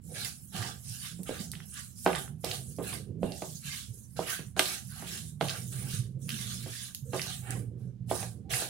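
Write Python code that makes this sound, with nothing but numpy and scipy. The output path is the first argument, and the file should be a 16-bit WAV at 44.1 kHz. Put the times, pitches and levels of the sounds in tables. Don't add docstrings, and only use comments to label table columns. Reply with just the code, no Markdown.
import sys
import numpy as np
from scipy import signal
from scipy.fft import rfft, irfft, next_fast_len
from scipy.io import wavfile
from scipy.ndimage import uniform_filter1d

SR = 44100
rng = np.random.default_rng(int(sys.argv[2]) if len(sys.argv) > 2 else 0)


def pcm_store(signal):
    levels = np.round(np.clip(np.atleast_2d(signal), -1, 1) * 32767)
    wavfile.write(sys.argv[1], SR, levels.astype(np.int16).T)


N = 383229
TIME = np.arange(N) / SR
STEPS = TIME[::64]

# frequency in Hz, level in dB.
HUM = [(62, -71.5), (123, -59)]
# frequency in Hz, relative density in dB per Hz.
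AIR = [(18, -13), (30, -9), (45, -21), (70, 6), (130, 0), (200, 1.5), (280, -12), (400, -26), (750, -34.5),
       (3000, -37.5), (10000, -44.5), (15000, -54)]
AIR_DB = -54.5
# delay in seconds, relative level in dB.
ECHOES = [(0.0064, -22.5), (0.015, -15.5), (0.0131, -14.5), (.0215, -24)]
# frequency in Hz, time to fall by 60 dB in seconds.
KITCHEN = [(150, 0.52), (600, 0.24), (2000, 0.17), (6000, 0.34), (14000, 0.3)]

# start in seconds, length in seconds, rumble in dB,
# scraping of the base in dB.
SHOVES = [(0.034, 0.2, -47.5, -64), (0.529, 0.15, -45, -58.5), (0.843, 0.06, -47.5, -87),
          (1.105, 0.1, -46, -68), (1.318, 0.25, -45, -68), (2.06, 0.3, -43.5, -72), (2.42, 0.3, -43, -65),
          (2.761, 0.25, -42, -57), (3.048, 0.26, -42.5, -55), (3.444, 0.081, -47.5, -68),
          (3.632, 0.052, -44, -81), (3.867, 0.13, -47, -70.5), (4.138, 0.06, -44.5, -94),
          (4.383, 0.11, -44.5, -81), (4.852, 0.055, -42.5, -85), (4.996, 0.42, -46, -73.5),
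          (5.4, 0.058, -37.5, -73), (5.565, 0.31, -41.5, -61), (5.828, 0.26, -39.5, -62),
          (6.123, 0.15, -38.5, -59.5), (6.309, .36, -42, -65.5), (7.06, 0.38, -42.5, -74),
          (7.475, 0.14, -37, -52), (7.657, 0.23, -40.5, -60.5), (7.992, 0.33, -41, -68.5),
          (8.327, .26, -42.5, -62.5)]
SHOVE_ATTACK_S, SHOVE_FALL_DB_PER_S = 0.023, 143
HELD_RUMBLE_DB = -58
SCRAPE_LOW_HZ, SCRAPE_HIGH_HZ = 215, 490
# frequency in Hz, width in Hz, relative level in dB.
SWAY = [(74.5, 30, -4), (107, 11, 1), (122.1, 13, -2.5), (147.3, 5.3, -13.5), (176.7, 28, 0.5),
        (211, 49, -6)]
# time in seconds, frequency in Hz.
RUMBLE_PITCH = [(0.0, 176), (0.34, 122), (0.51, 198.2), (0.6, 123), (0.87, 134), (0.94, 115), (1.19, 176),
                (1.96, 131), (2.05, 195), (2.25, 124.6), (2.39, 165.6), (2.68, 125.2), (2.76, 182.4),
                (3.07, 124.2), (3.19, 173), (4.06, 118), (4.23, 172), (4.33, 117.4), (4.38, 186.2),
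                (4.53, 115), (4.57, 196.5), (4.84, 119), (5.06, 174.6), (5.55, 130), (5.95, 116),
                (6.29, 138), (6.5, 118), (6.75, 118.8), (7.09, 130), (7.3, 140), (7.55, 116), (7.85, 128),
                (8.05, 119), (8.35, 121), (8.69, 132.5)]
# start in seconds, settled pitch in Hz,
# level in dB, time to full swing in seconds.
BUMPS = [(0.543, 176, -34.5, 0.009), (0.585, 103, -32.5, 0.016), (0.888, 101, -38.5, 0.014),
         (1.193, 177, -34, 0.0089), (1.402, 191, -32.5, 0.0047), (3.106, 135, -31, 0.004),
         (3.21, 185, -33, 0.0044), (3.236, 182, -25, 0.005), (3.9, 104, -36, 0.01),
         (4.394, 152, -37, 0.007), (5.752, 124, -33.5, 0.0083), (5.839, 125, -30, 0.02),
         (5.938, 114, -25.5, 0.0067), (5.988, 122, -27, 0.013), (6.645, 125, -33.5, 0.0095),
         (7.024, 127, -32.5, 0.011), (8.005, 118.5, -35, 0.02), (8.522, 126, -34.5, 0.014)]
BUMP_SAG, BUMP_SAG_S = 0.068, 0.035

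# start in seconds, strength in dB, pitch of the thud in Hz,
# then relative to the thud in dB the slap and the ringing of the walls, then the ring time as a share
# of the free bowl's, and last the flop of the meat relative to the thud in dB.
KNOCKS = [(0.627, -37, 710, 12.5, -30, 1.0, -25), (1.192, -30, 343, -18, -32, 1.3, -14.5),
          (1.293, -10.5, 457, -21, -29, 0.39, -31), (1.311, -15, 420, -26, -32, 0.5, -25),
          (2.0625, 2, 707, -15, -28.5, 0.7, -25.5), (2.0747, -7, 800, -13, -27, 0.84, -20.5),
          (2.4423, -15, 620, -14, -29, 1.2, -23), (2.786, -17.5, 520, -20.5, -25.5, 1.3, -14),
          (2.93, -28, 1096, 0.5, -29, 0.7, -24), (3.2308, -5.5, 490, -36, -33, 0.9, -33),
          (3.243, -10, 370, -38, -38, 0.73, -23), (3.421, -17, 677, -13, -25.5, 0.98, -23),
          (4.1695, -37, 686, -2, -32, 1.2, -20), (4.192, -6, 656, -26, -33.5, 0.7, -28.5),
          (4.393, -23, 335, -4.5, -35, 1, -23.5), (4.5654, -23.5, 700, -1.5, -22.5, 0.89, -11),
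          (4.5944, -7.5, 690, 0, -28.5, 0.98, -27.5), (5.024, -27, 710, -12, -24, 1.1, -23),
          (5.4108, -7, 696, -8.5, -28.5, 1.03, -22), (6.6618, -26.5, 556, -11, -28, 0.83, -19.5),
          (7.133, -15, 694, -12, -25, 1.22, -15.5), (7.266, -28, 743, -18, -28, 0.62, -37),
          (8.113, -4, 678, -20.5, -32.5, 0.81, -29), (8.1254, -16, 597, -24, -31, 0.9, -23),
          (8.229, -21, 710, -9, -33, 1.3, -26.5), (8.6207, -17.5, 665, -17.5, -29.5, 0.83, -23)]
# frequency in Hz, relative level in dB,
# time to fall by 60 dB in seconds.
BOWL = [(176, -3, 0.45), (298, 2, 0.07), (370.3, 3.5, 0.17), (486.4, -1, 0.17), (580, -7, 0.13),
        (643, -1, 0.11), (719, 0, 0.15), (771, 0.5, 0.07), (847.4, -1.5, 0.11), (900, -5, 0.1),
        (987, -11, 0.22), (1113, -3.5, 0.26), (1203, 0.5, 0.17), (1490, 1.5, 0.11), (1582, 1.5, 0.14),
        (1782, 0.5, 0.12), (2032, 4, 0.12), (2627, 6, 0.09)]
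MODE_SPREAD_DB, MODE_DETUNE = 3.0, 0.004
FLOP_S = 0.027
WALL_RISE_S, WALL_LAG_S = 0.0022, 0.00063

# start in seconds, length in seconds,
# pitch at the start in Hz, pitch at the end in Hz, level in dB.
FAINT_TONES = [(0.11, 0.053, 470, 600, -55.5), (3.24, 0.11, 2820, 2740, -61),
               (4.89, 0.094, 1484, 1567, -63), (5.82, 0.045, 790, 808, -58),
               (7.052, 0.094, 490, 493, -56.5), (8.44, 0.063, 745, 798, -64.5)]
FAINT_TONE_WIDTH_HZ = 90
# start in seconds, strength in dB, pitch in Hz,
# spit relative to the snap in dB.
POPS = [(1.233, -22, 9550, -15), (1.517, -17.5, 8900, -13), (1.5355, -32.5, 1930, -17),
        (1.553, -29.5, 3320, -16), (1.603, -36, 1810, -22), (1.7415, -24, 8900, -18),
        (2.0628, -14.5, 1500, -29), (2.131, -22.5, 2320, -26), (2.1502, -25, 1740, -21),
        (2.151, -19, 3530, -25), (2.2786, -39, 1520, -25), (2.4457, -15, 5500, -6),
        (2.5129, -18.5, 3730, -14), (2.515, -17.5, 4200, -37), (2.69, -46, 8700, -26),
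        (3.232, -33, 2850, -22), (3.3208, -26.5, 4350, -12), (4.281, -30, 2465, -12),
        (4.5935, -3.5, 3440, -5), (4.657, -16, 3900, -16), (5.023, -36, 1876, -15),
        (5.485, -18.5, 3660, -19), (5.495, -16.5, 3700, -30), (5.499, -18.5, 5220, -23),
        (6.2918, -23.5, 2960, 3.5), (6.304, -22, 3300, -15), (6.543, -31, 7260, 2), (6.948, -26, 9200, 4),
        (7.195, -21.5, 2318, -15), (7.217, -14.5, 5300, -25), (7.507, -17.5, 7800, -7),
        (8.5384, -18, 2016, -22)]

# start in seconds, attack in seconds,
# length in seconds, relative squelch of large pockets in dB, relative crackle of small films in dB,
# resonance of the hollow in the fist in Hz, relative wall rubbing in dB, pitch of the rubbing in Hz.
SQUEEZES = [(0.082, 0.023, 0.035, -69, -63, 2510, -72, 503),
            (0.136, 0.024, 0.12, -50.5, -46.5, 2950, -71, 820),
            (0.518, 0.033, 0.16, -46, -48.5, 1190, -65, 765),
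            (0.816, 0.062, 0.2, -63.5, -52.5, 3957, -88, 803),
            (0.989, 0.081, 0.067, -49, -48.5, 2420, -92, 700),
            (1.25, 0.021, 0.11, -51.5, -54, 1680, -69, 443),
            (1.375, 0.02, 0.034, -54, -50.5, 5960, -67, 443),
            (1.524, 0.0042, 0.1, -65.5, -61.5, 1960, -79.5, 364),
            (1.717, 0.059, 0.058, -50, -51, 2270, -101, 705),
            (2.05, 0.0089, 0.13, -44.5, -57, 1170, -59.5, 850),
            (2.433, 0.0092, 0.11, -51, -51.5, 3500, -61, 557),
            (2.8, 0.084, 0.13, -49.5, -48, 2170, -67.5, 620),
            (3.214, 0.015, 0.11, -62, -69, 2900, -59, 580),
            (3.323, 0.041, 0.23, -67.5, -53.5, 4230, -86, 520),
            (3.612, 0.038, 0.17, -51.5, -48, 2880, -100, 632),
            (4.154, 0.019, 0.13, -53, -53, 1770, -68, 496),
            (4.253, 0.028, 0.073, -42, -44.5, 1630, -69.5, 660),
            (4.561, 0.014, 0.17, -45.5, -43, 1950, -68, 789),
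            (4.884, 0.056, 0.17, -55, -57, 1370, -100, 815),
            (5.038, 0.048, 0.14, -52.5, -49.5, 2708, -74, 377),
            (5.401, 0.011, 0.15, -50, -52, 2220, -64, 652.5),
            (5.711, 0.014, 0.16, -57.5, -61, 1900, -75.5, 574.5),
            (5.867, 0.044, 0.091, -52, -48, 2900, -95, 784),
            (6.276, 0.011, 0.26, -53.5, -50, 3150, -83.5, 354.4),
            (6.518, 0.19, 0.33, -56, -52.5, 2930, -93, 510),
            (7.118, 0.016, 0.19, -50, -47.5, 2090, -70.5, 721),
            (7.408, 0.082, 0.12, -50, -68, 1180, -65, 771), (7.767, 0.013, 0.075, -77, -73, 1098, -86, 450),
            (8.082, 0.019, .14, -51.5, -46, 1207, -65, 736),
            (8.491, 0.019, 0.13, -45, -41.5, 1950, -61.5, 753)]
SQUELCH_HZ, CRACKLE_HZ = 2514, 7070
SQUELCH_FALL_DB_PER_S, CRACKLE_FALL_DB_PER_S, RUB_FALL_DB_PER_S = 223, 211, 181
HOLLOW_RISE_OCT_PER_S = 0.95
CRACKLE_LAG_S = 0.0084
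RUB_WIDTH_HZ = 48
# start in seconds, length in seconds,
# relative level in dB.
CLINGS = [(0.0, 0.58, -57.5), (0.594, 0.87, -58.5), (1.621, 0.26, -53.5), (1.932, 0.28, -49.5),
          (2.372, 0.51, -54.5), (3.182, 0.84, -57), (4.023, 0.45, -62.5), (4.576, 0.71, -55),
          (5.387, 0.55, -51.5), (6.178, 0.7, -52.5), (7.022, 0.55, -55.5), (8.059, 0.05, -49.5)]
CLING_ATTACK_S = 0.077
# frequency in Hz, relative level in dB.
CLING_COLOUR = [(2500, -21.5), (4500, -12), (6200, -5), (8000, -0.5)]
# frequency in Hz, relative level in dB.
WET = [(530, -43), (750, -39.5), (950, -38.5), (1250, -23.5), (1600, -17.5), (2200, -20.5), (3050, -14.5),
       (4200, -13.5), (5400, -12.5), (6700, -12.5), (8500, -11.5), (10100, -7), (12100, -18), (15000, -18)]
BUBBLES_PER_S, BUBBLE_CYCLES = 64, 24
BUBBLE_DB, BUBBLE_RISE = -3, 0.25
# frequency in Hz, width in Hz, relative level in dB.
CAVITY = [(735, 70, 0), (1184, 130, 1.5), (1600, 150, -10), (2060, 52, -12), (3060, 220, -14)]

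# frequency in Hz, threshold in dB.
SUPPRESS = [(700, -102), (2500, -93.5), (6500, -80.5), (9000, -87.5), (15000, -100)]
SUPPRESS_DEPTH_DB = -5
CUTOFF_HZ = 15900


def from_db(db):
    return 10 ** (np.asarray(db) / 20)


def rms_one(x):
    return x / np.sqrt(np.mean(np.atleast_2d(x).mean(axis=0) ** 2) + 1e-20)


def at_hz(points, hz):
    f, value = np.transpose(points)
    return np.interp(np.log(np.maximum(hz, 1)), np.log(f), value)


def band(x, low_hz, high_hz):
    sos = signal.butter(2, [low_hz, min(high_hz, 0.47 * SR)], "band", fs=SR, output="sos")
    return signal.sosfilt(sos, x + 1e-18)


def colour(x, spectrum):
    size = next_fast_len(N)
    hz = np.arange(size // 2 + 1) * SR / size
    return irfft(rfft(x, size) * from_db(at_hz(spectrum, hz)), size)[..., :N]


def drift(rate):
    knots = rng.standard_normal(int(N / SR * 400))
    return np.interp(TIME * rate, np.arange(len(knots)), knots) / np.sqrt(2 / 3)


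def pan(left_db):
    gains = from_db([[left_db / 2], [-left_db / 2]])
    return gains / gains.mean()


def damped(t, hz, t60):
    return np.sin(2 * np.pi * hz * t) * from_db(-60 * t / t60)


def add(out, s, sound):
    at = max(round(s * SR), 0)
    out[at:at + len(sound)] += sound[:N - at]


def clicks(per_s, spread_db, clump_db):
    born = rng.random(N) < per_s / SR
    uneven_db = spread_db * np.minimum(rng.exponential(1, N), 4.5)
    sizes = from_db(uneven_db + clump_db * drift(70))
    return born * sizes * rng.choice([-1, 1], N)


def stereo_noise(spectrum, side_db):
    mid, side = rng.standard_normal((2, N))
    return rms_one(colour(mid + from_db(side_db) * side * np.array([[1], [-1]]), spectrum))


def gesture(start_s, attack_s, length_s, fall_db_per_s):
    t = STEPS - start_s
    rise = np.clip(t / attack_s, 0, 1)
    return (rise * from_db(-fall_db_per_s * np.maximum(t - length_s, 0))) ** 2


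def gain_in_time(power):
    return np.interp(TIME, STEPS, np.sqrt(power))


def gliding(hz, width_hz):
    phase = 2 * np.pi * np.cumsum(hz) / SR
    return drift(width_hz) * np.cos(phase) + drift(width_hz) * np.sin(phase)


def emphasis(hz, centre_hz, octaves, height_db):
    return height_db * np.exp(-0.5 * (np.log2(hz / centre_hz) / octaves) ** 2)


def kitchen(x, scatter_db, scatter_s, echo_db, tail_db):
    t = TIME[:SR // 2]
    scatter = rng.standard_normal((2, len(t))) * np.exp(-t / scatter_s)
    response = from_db(scatter_db) * scatter / np.sqrt(SR * scatter_s / 2)
    edges = np.geomspace(100, 18000, num=9)
    tail = np.zeros((2, len(t)))
    for low, high in zip(edges, edges[1:]):
        t60 = at_hz(KITCHEN, np.sqrt(low * high))
        tail += band(rng.standard_normal((2, len(t))), low, high) * from_db(-60 * t / t60)
    tail *= np.clip(t / 0.0054, 0, 1)
    response += from_db(tail_db) * tail / np.sqrt(np.sum(tail ** 2) / 2)
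    response[:, 0] += 1
    for delay, db in ECHOES:
        for side in response:
            side[round((delay + rng.uniform(0, 0.0003)) * SR)] += from_db(db + echo_db)
    return signal.oaconvolve(np.atleast_2d(x), response, axes=1)[:, :N]


def background():
    hum = 0
    for hz, db in HUM:
        tone = np.sqrt(2) * np.sin(2 * np.pi * hz * TIME + 0.13 * drift(7.2))
        hum = hum + from_db(db + 0.83 * drift(4.9)) * tone
    return pan(-15.0) * (hum + from_db(AIR_DB) * stereo_noise(AIR, side_db=-6))


def pushing(drag_db=-39, settle=0.59, rocking_db=0.0, rocking_width_hz=10):
    shoves = sum(gesture(s, SHOVE_ATTACK_S, length, SHOVE_FALL_DB_PER_S) * from_db(db) ** 2
                 for s, length, db, _ in SHOVES)
    rumble = gain_in_time(shoves + from_db(HELD_RUMBLE_DB) ** 2)
    effort = np.clip((20 * np.log10(rumble) - drag_db) / 10, -1, 1)
    sway = 0
    for hz, width_hz, db in SWAY:
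        mode = rms_one(band(rng.standard_normal(N), hz - width_hz / 2, hz + width_hz / 2))
        mode = rms_one(mode / np.sqrt(uniform_filter1d(mode ** 2, size=SR // 12) + 1.6))
        sway = sway + from_db(db + settle * db * effort + 2.4 * drift(9)) * mode
    rocking = gliding(np.interp(TIME, *np.transpose(RUMBLE_PITCH)), rocking_width_hz)
    rocking = rms_one(rocking / np.sqrt(uniform_filter1d(rocking ** 2, size=SR // 30) + 0.7))
    motion = rms_one(sway) + from_db(rocking_db) * rocking
    return pan(-8.5) * rumble * rms_one(band(motion, 52, 570))


def bumps():
    out, t = np.zeros(N), TIME[:SR // 4]
    for s, hz, db, swing_s in BUMPS:
        sagging_hz = hz * (1 + BUMP_SAG * np.exp(-t / BUMP_SAG_S))
        phase = 2 * np.pi * np.cumsum(sagging_hz) / SR
        swing = t / swing_s * np.exp(1 - t / swing_s)
        add(out, s, from_db(db) * swing * np.sin(phase))
    return pan(-9.0) * out


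def ringing_walls(t, thud_hz, ring_share):
    walls = 0
    for k, (hz, db, t60) in enumerate(BOWL):
        contact = 1 / np.hypot(1, (hz / (1.42 * thud_hz)) ** 3)
        strength = from_db(db + rng.normal(0, MODE_SPREAD_DB)) * contact * (-1) ** k
        lagged = t + rng.uniform(0, WALL_LAG_S, (2, 1))
        walls = walls + strength * damped(lagged, hz * rng.normal(1, MODE_DETUNE), t60 * ring_share)
    return walls * (1 - np.exp(-t / WALL_RISE_S))


def knocks():
    out, t = np.zeros((2, N)), TIME[:SR // 3]
    for s, db, hz, slap_db, ring_db, ring_share, flop_db in KNOCKS:
        thud = damped(t, hz, 0.008) * (1 - np.exp(-t / 0.0011))
        slap = band(rng.standard_normal(len(t)), 1100, 3200) * np.exp(-t / 0.003)
        flop = rms_one(band(rng.standard_normal(len(t)), hz * 0.44, hz * 1.13))
        flop = flop * np.exp(-t / FLOP_S) * (1 - np.exp(-t / 0.0077))
        soft_parts = from_db(slap_db) * slap + from_db(flop_db) * flop
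        for side, wall in zip(out, ringing_walls(t, hz, ring_share)):
            add(side, s, from_db(db) * (soft_parts + from_db(ring_db) * wall - thud))
    return pan(-5.5) * kitchen(out, scatter_db=-15, scatter_s=0.008, echo_db=0, tail_db=-9)


def rubbing():
    scraping = sum(gesture(s, SHOVE_ATTACK_S, length, SHOVE_FALL_DB_PER_S) * from_db(db) ** 2
                   for s, length, _, db in SHOVES)
    grit = clicks(per_s=2500, spread_db=0.5, clump_db=2.5)
    for _ in range(2):
        grit = band(grit, SCRAPE_LOW_HZ, SCRAPE_HIGH_HZ)
    out = gain_in_time(scraping) * rms_one(grit)
    for hz, db, _ in BOWL[2:9]:
        slips = clicks(per_s=1500, spread_db=0.5, clump_db=2.5)
        slips = rms_one(band(slips, hz - RUB_WIDTH_HZ / 2, hz + RUB_WIDTH_HZ / 2))
        power = 0
        for s, attack, length, _, _, _, rub_db, rub_hz in SQUEEZES:
            level_db = rub_db + emphasis(hz, rub_hz, octaves=0.2, height_db=6.0)
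            power = power + gesture(s, attack, length, RUB_FALL_DB_PER_S) * from_db(level_db) ** 2
        out += slips * from_db(db) * gain_in_time(power)
    return pan(-7.5) * kitchen(out, scatter_db=-7.5, scatter_s=0.00074, echo_db=-17.5, tail_db=-5.5)


def faint_tones():
    pitch = []
    for s, length, start_hz, end_hz, _ in FAINT_TONES:
        pitch += [(s, start_hz), (s + length, end_hz)]
    power = sum(gesture(s, 0.0057, length, 400) * from_db(db) ** 2 for s, length, _, _, db in FAINT_TONES)
    tone = gliding(np.interp(TIME, *np.transpose(pitch)), FAINT_TONE_WIDTH_HZ)
    return pan(-13.0) * gain_in_time(power) * tone


def pops():
    out, t = np.zeros((2, N)), TIME[:SR // 20]
    for s, db, hz, spit_db in POPS:
        for side in out:
            snap = band(damped(t, hz, 7 / hz), hz / 2, hz * 2)
            spit = band(rng.standard_normal(len(t)), 3600, 13000) * np.exp(-t / 0.00065)
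            add(side, s, from_db(db) * (snap + from_db(spit_db) * spit))
    return pan(-6) * kitchen(out, scatter_db=-0.5, scatter_s=0.003, echo_db=-9, tail_db=-1.5)


def bubbles():
    out, t = np.zeros((2, N)), TIME[:SR // 25]
    for s, attack, length, squelch_db, _, hollow_hz, _, _ in SQUEEZES:
        for when, pitch, size, side in rng.random((round(BUBBLES_PER_S * length), 4)):
            hz = hollow_hz * 2 ** (2 * pitch - 1)
            t60 = BUBBLE_CYCLES / hz
            rising_t = t * (1 + BUBBLE_RISE * np.minimum(t / t60, 1) / 2)
            blip = from_db(squelch_db + BUBBLE_DB + 10 * size ** 2) * damped(rising_t, hz, t60)
            for channel, gain in zip(out, pan(10 * (side - 0.5))):
                add(channel, s + attack / 2 + when * length, gain * blip)
    return out


def in_bowl(x):
    resonances = sum(from_db(db) * signal.lfilter(*signal.iirpeak(hz, hz / width_hz, fs=SR), x)
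                     for hz, width_hz, db in CAVITY)
    return x + resonances


def under_hand(x, scatter_db, scatter_s, echo_db, tail_db, count=5):
    position = (TIME * 13).astype(int) % count
    out = 0
    for k in range(count):
        present = uniform_filter1d((position == k) * 1.0, size=SR // 200)
        out = out + kitchen(x * present, scatter_db, scatter_s, echo_db, tail_db)
    return out


def tearing(hz):
    fine = at_hz([(SQUELCH_HZ, 0), (CRACKLE_HZ, 1)], hz)
    fall = (1 - fine) * SQUELCH_FALL_DB_PER_S + fine * CRACKLE_FALL_DB_PER_S
    lag = fine * CRACKLE_LAG_S
    power = sum(gesture(s, CLING_ATTACK_S, length, fall) * from_db(db + at_hz(CLING_COLOUR, hz)) ** 2
                for s, length, db in CLINGS)
    for s, attack, length, squelch_db, crackle_db, hollow_hz, _, _ in SQUEEZES:
        since_middle = np.clip(STEPS - s, 0, length) - length / 2
        hollow = hollow_hz * 2 ** (HOLLOW_RISE_OCT_PER_S * since_middle)
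        db = (1 - fine) * squelch_db + fine * crackle_db
        db = db + emphasis(hz, hollow, octaves=0.63, height_db=4.0)
        power = power + gesture(s, attack + lag, length + lag, fall) * from_db(db) ** 2
    return gain_in_time(power)


def meat(per_s=9000, spread_db=0.08, clump_db=1.25, wander_db=2.5, apart=3.6,
         strands_per_s=170, strand_db=-11.0):
    pitches = np.geomspace(530, 15000, num=30)
    dealt = rng.integers(0, len(pitches), N)
    ruptures = clicks(per_s, spread_db, clump_db) * (1 + apart * rng.standard_normal((2, N)))
    strands = clicks(strands_per_s, spread_db=2.5, clump_db=-2.5) * (1 + apart * rng.standard_normal((2, N)))
    strands = from_db(strand_db) * strands
    wet = np.zeros((2, N))
    for k, hz in enumerate(pitches):
        excitation = ruptures * (dealt == k) + strands * (-1) ** k
        grains = rms_one(band(excitation, hz / 1.08, hz * 1.08))
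        wet += grains * tearing(hz) * from_db(at_hz(WET, hz) + wander_db * drift(18))
    squelch = in_bowl(wet + bubbles())
    return pan(-6.5) * under_hand(squelch, scatter_db=0.0, scatter_s=0.009, echo_db=6.5, tail_db=-2.0)


def scene():
    surroundings = background() + pushing() + bumps() + knocks()
    return surroundings + rubbing() + faint_tones() + pops() + meat()


def suppressor(x):
    hz, _, z = signal.stft(x, SR, nperseg=512)
    power = np.mean(abs(z) ** 2, axis=0)
    for axis in (0, 1):
        power = uniform_filter1d(power, size=3, axis=axis)
    threshold = from_db(at_hz(SUPPRESS, hz))[:, None] ** 2
    gain = np.maximum(power / (power + threshold), from_db(SUPPRESS_DEPTH_DB))
    return signal.istft(z * gain, SR, nperseg=512)[1][:, :N]


def record(dry):
    clipped = np.clip(suppressor(dry), -0.75, 0.75)
    low_pass = signal.ellip(10, 0.2, 80, CUTOFF_HZ, fs=SR, output="sos")
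    return signal.sosfilt(low_pass, clipped)


dry = scene()
out = record(dry)
pcm_store(out)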